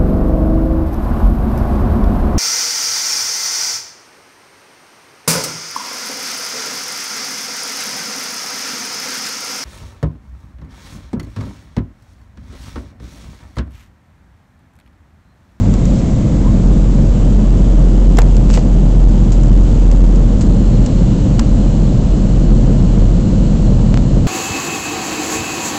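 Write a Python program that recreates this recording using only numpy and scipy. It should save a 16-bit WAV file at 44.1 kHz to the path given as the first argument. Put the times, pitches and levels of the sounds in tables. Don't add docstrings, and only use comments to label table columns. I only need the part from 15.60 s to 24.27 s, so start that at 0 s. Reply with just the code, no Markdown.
import sys
import numpy as np
from scipy import signal
from scipy.fft import rfft, irfft, next_fast_len
from scipy.io import wavfile
from scipy.ndimage import uniform_filter1d

SR = 44100
rng = np.random.default_rng(int(sys.argv[2]) if len(sys.argv) > 2 else 0)


def to_wav(s):
    ch = np.atleast_2d(s).T
    pcm = np.round(np.clip(ch, -1, 1) * 32767)
    wavfile.write(sys.argv[1], SR, pcm.astype(np.int16))


N = 382347
TIME = np.arange(N) / SR
MIC_TOP_HZ = 8044


# time in seconds, level in dB.
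DRONE_LEVELS = [(0, -10), (.68, -30.5), (.85, -8.5), (1.7, -8.5), (2.3, -5.3), (3.2, -8), (4.5, -5.5),
                (5.4, -14), (6.8, -10), (8.67, -13.5)]

def engines(shaft_hz=44.34, slowing_hz_per_s=.37, waver_db=-20.5, hum_hz=100.4, hum_settle_s=.54):
    shaft_angle = 2 * np.pi * (np.cumsum(shaft_hz - slowing_hz_per_s * TIME) / SR + rng.random())
    waver = drift(rate_hz=10) * np.sin(shaft_angle) + drift(rate_hz=10) * np.cos(shaft_angle)
    hum = unit_level(np.sin(2 * np.pi * (hum_hz * TIME + rng.random())))
    hum_db = -30.5 + 18 * np.exp(-TIME / hum_settle_s)
    drone_db = curve(DRONE_LEVELS) + .61 * drift(rate_hz=2.5)
    drone = unit_level(np.sin(shaft_angle))
    return gain(drone_db) * drone + gain(waver_db) * waver + gain(hum_db) * hum


# frequency in Hz, relative level in dB.
ROAR_COLOUR = [(12, -17.5), (28, -9), (50, 3.5), (72, -5), (125, 1.5), (160, -1.5), (205, 0), (265, -8),
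               (310, -9.5), (400, -20.5), (530, -17.5), (760, -29), (1000, -33.5), (1500, -40.5),
               (3000, -54.5)]
# frequency in Hz, relative level in dB.
HISS_COLOUR = [(500, -16), (1500, -6.5), (2400, -1), (3200, 0), (3800, -1), (5300, -4), (6300, -1.5),
               (7200, 1.5), (8000, 0.5), (10000, -8.5)]
# start in seconds, end in seconds, pitch in Hz, width in Hz, level in dB.
HAND_HOLLOWS = [(-.2, 1.002, 2060, 400, -51), (1.5, 4.8, 2960, 690, -51), (4.8, 8.898, 2900, 440, -51.5),
                (4.796, 8.9, 4200, 410, -51.5)]

def airflow(roar_db=-11, hiss_db=-40, grip_fade_s=.05):
    roar = gain(roar_db) * noise(colour_from(ROAR_COLOUR))
    hiss = noise(colour_from(HISS_COLOUR)) * gain(hiss_db + .5 * drift(rate_hz=1.2))
    air = roar + hiss
    for start, end, hz, width, db in HAND_HOLLOWS:
        grip = np.clip(np.minimum(TIME - start, end - TIME) / grip_fade_s, 0, 1)
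        air += gain(db) * grip * noise(lambda f: resonance(f, hz, width) ** 2)
    return air


# start in seconds, level in dB, seconds to fade by 60 dB.
CASE_CLICKS = [(.139, -22, 0.017), (0.254, -26.5, 0.031), (2.571, -21, 0.022), (2.588, -7, 0.013),
               (2.618, -18.5, 0.013), (2.766, -21.5, 0.013), (3.72, -28.5, 0.093), (3.945, -24.5, 0.02),
               (4.314, -24.5, 0.022), (4.809, -28, 0.12), (5.2609, -24.5, .03), (5.7935, -13.5, 0.019)]

def clicks(rise_s=.00026, ticks_per_s=1.2, tick_db=-30.5, tick_fade_s=.037, ring_db=-11.5, ring_fade_s=.1):
    out, t = np.zeros(N), TIME[:4096]
    hz = np.fft.rfftfreq(len(t), 1 / SR)
    ticking = (rng.random(N) < ticks_per_s / SR) & (TIME > 1) & (TIME < 4.8)
    ticks = [(start, tick_db, tick_fade_s) for start in TIME[ticking]]
    grit = rng.standard_normal(N + len(t))
    attack = 1 - np.exp(-t / rise_s)
    for start, db, fade_s in CASE_CLICKS + ticks:
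        slip = rfft(grit[round(start * SR):][:len(t)])
        tilt = 6 - .28 * (db + 22.5)
        burst = unit_level(irfft(slip * case_colour(hz, tilt))) * gain(-60 * t / fade_s)
        ring = unit_level(irfft(slip * case_colour(hz, tilt_db_per_octave=-9)))
        ring *= gain(ring_db - 60 * t / ring_fade_s)
        add(out, start, gain(db) * (burst + ring) * attack)
    return out


# frequency in Hz, relative level in dB.
PLASTIC_COLOUR = [(300, -15), (800, 1.5), (1400, 0.5), (2000, -2.5), (2600, -0.5), (3600, -6), (4800, -3),
                  (5800, -4.5), (7200, -3.5), (10000, -6.5)]

def case_colour(hz, tilt_db_per_octave):
    tilt_from_hz = PLASTIC_COLOUR[1][0]
    octaves = np.log2(np.maximum(hz, tilt_from_hz))
    in_range = hz < MIC_TOP_HZ + 1000
    return colour_from(PLASTIC_COLOUR)(hz) * gain(tilt_db_per_octave * octaves) * in_range


# start in seconds, strength in dB.
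BRIEF_RINGS = [(2.5854, 6), (2.977, -3)]
# pitch in Hz, relative level in dB, seconds to fade by 60 dB.
RING_NOTES = [(483, -11, 0.062), (706, -9, 0.028), (960, -15, 0.0089), (1980, -20, 0.017),
              (2780, -24, 0.0086)]

def brief_rings():
    out, t = np.zeros(N), TIME[:8192]
    ring = sum(gain(db - 60 * t / fade_s) * np.sin(2 * np.pi * hz * t) for hz, db, fade_s in RING_NOTES)
    for start, db in BRIEF_RINGS:
        add(out, start, gain(db) * ring)
    return out


# start in seconds, peak level in dB.
DULL_POPS = [(2.9025, -8), (2.975, -7), (8.3425, -5), (8.3743, -4.5)]

def pops(relax_s=.0036):
    out = np.zeros(N)
    for start, db in DULL_POPS:
        add(out, start, gain(db) * np.exp(-TIME[:1024] / relax_s))
    return out


# time of the peak in seconds, level in dB, how fast it swells in dB per second.
FINGER_SLIDES = [(.39, -39, 85), (2.943, -25.5, 320)]

def scrapes(grain_db=3, fade_db_per_s=288):
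    grain = unit_level(uniform_filter1d(rng.standard_normal(N), size=90))
    strokes = sum(gain(db) * swell(peak_s, rise, fade_db_per_s) for peak_s, db, rise in FINGER_SLIDES)
    friction = noise(lambda f: case_colour(f, tilt_db_per_octave=3))
    return friction * strokes * gain(grain_db * grain)


def squeak(peak_s=.87, level_db=-29.5, pitch_hz=1000, glide_hz_per_s=2000, jitter_hz=18):
    pitch = pitch_hz + glide_hz_per_s * (TIME - peak_s) + jitter_hz * drift(rate_hz=120)
    tone = unit_level(np.sin(2 * np.pi * np.cumsum(pitch) / SR))
    return gain(level_db) * tone * swell(peak_s, rise_db_per_s=380, fade_db_per_s=380)


def gain(db):
    return 10 ** (np.asarray(db) / 20)


def unit_level(x):
    return x / np.sqrt(np.mean(x ** 2) + 1e-20)


def curve(rows):
    return np.interp(TIME, *np.transpose(rows))


def add(mix, start_s, sound):
    part = mix[round(start_s * SR):][:len(sound)]
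    part += sound[:len(part)]


def noise(colour):
    size = next_fast_len(N)
    white = rfft(rng.standard_normal(size))
    return unit_level(irfft(white * colour(np.fft.rfftfreq(size, 1 / SR)), size)[:N])


def colour_from(rows):
    hz, db = np.transpose(rows)
    return lambda f: gain(np.interp(np.log(f + 1), np.log(hz), db))


def resonance(f, pitch_hz, width_hz):
    return f * width_hz / np.hypot(f ** 2 - pitch_hz ** 2, f * width_hz)


def drift(rate_hz):
    return noise(lambda f: 1 / (1 + (f / rate_hz) ** 4))


def swell(peak_s, rise_db_per_s, fade_db_per_s):
    return gain(np.minimum((TIME - peak_s) * rise_db_per_s, (peak_s - TIME) * fade_db_per_s))


def scene():
    return (engines() + airflow() + clicks() + brief_rings() + pops() + scrapes() + squeak())[None]


def record(dry, offset=-.044, ceiling=.705, hardness=28, top_hz=16000):
    mic_filter = signal.firwin(85, MIC_TOP_HZ, window=("kaiser", 7), fs=SR)
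    off_centre = offset + signal.oaconvolve(dry, mic_filter[None], "same")
    flattened = off_centre / (1 + abs(off_centre / ceiling) ** hardness) ** (1 / hardness)
    top_filter = signal.firwin(511, top_hz, window=("kaiser", 9), fs=SR)
    return signal.oaconvolve(flattened, top_filter[None], "same")


dry = scene()
out = record(dry)
to_wav(out)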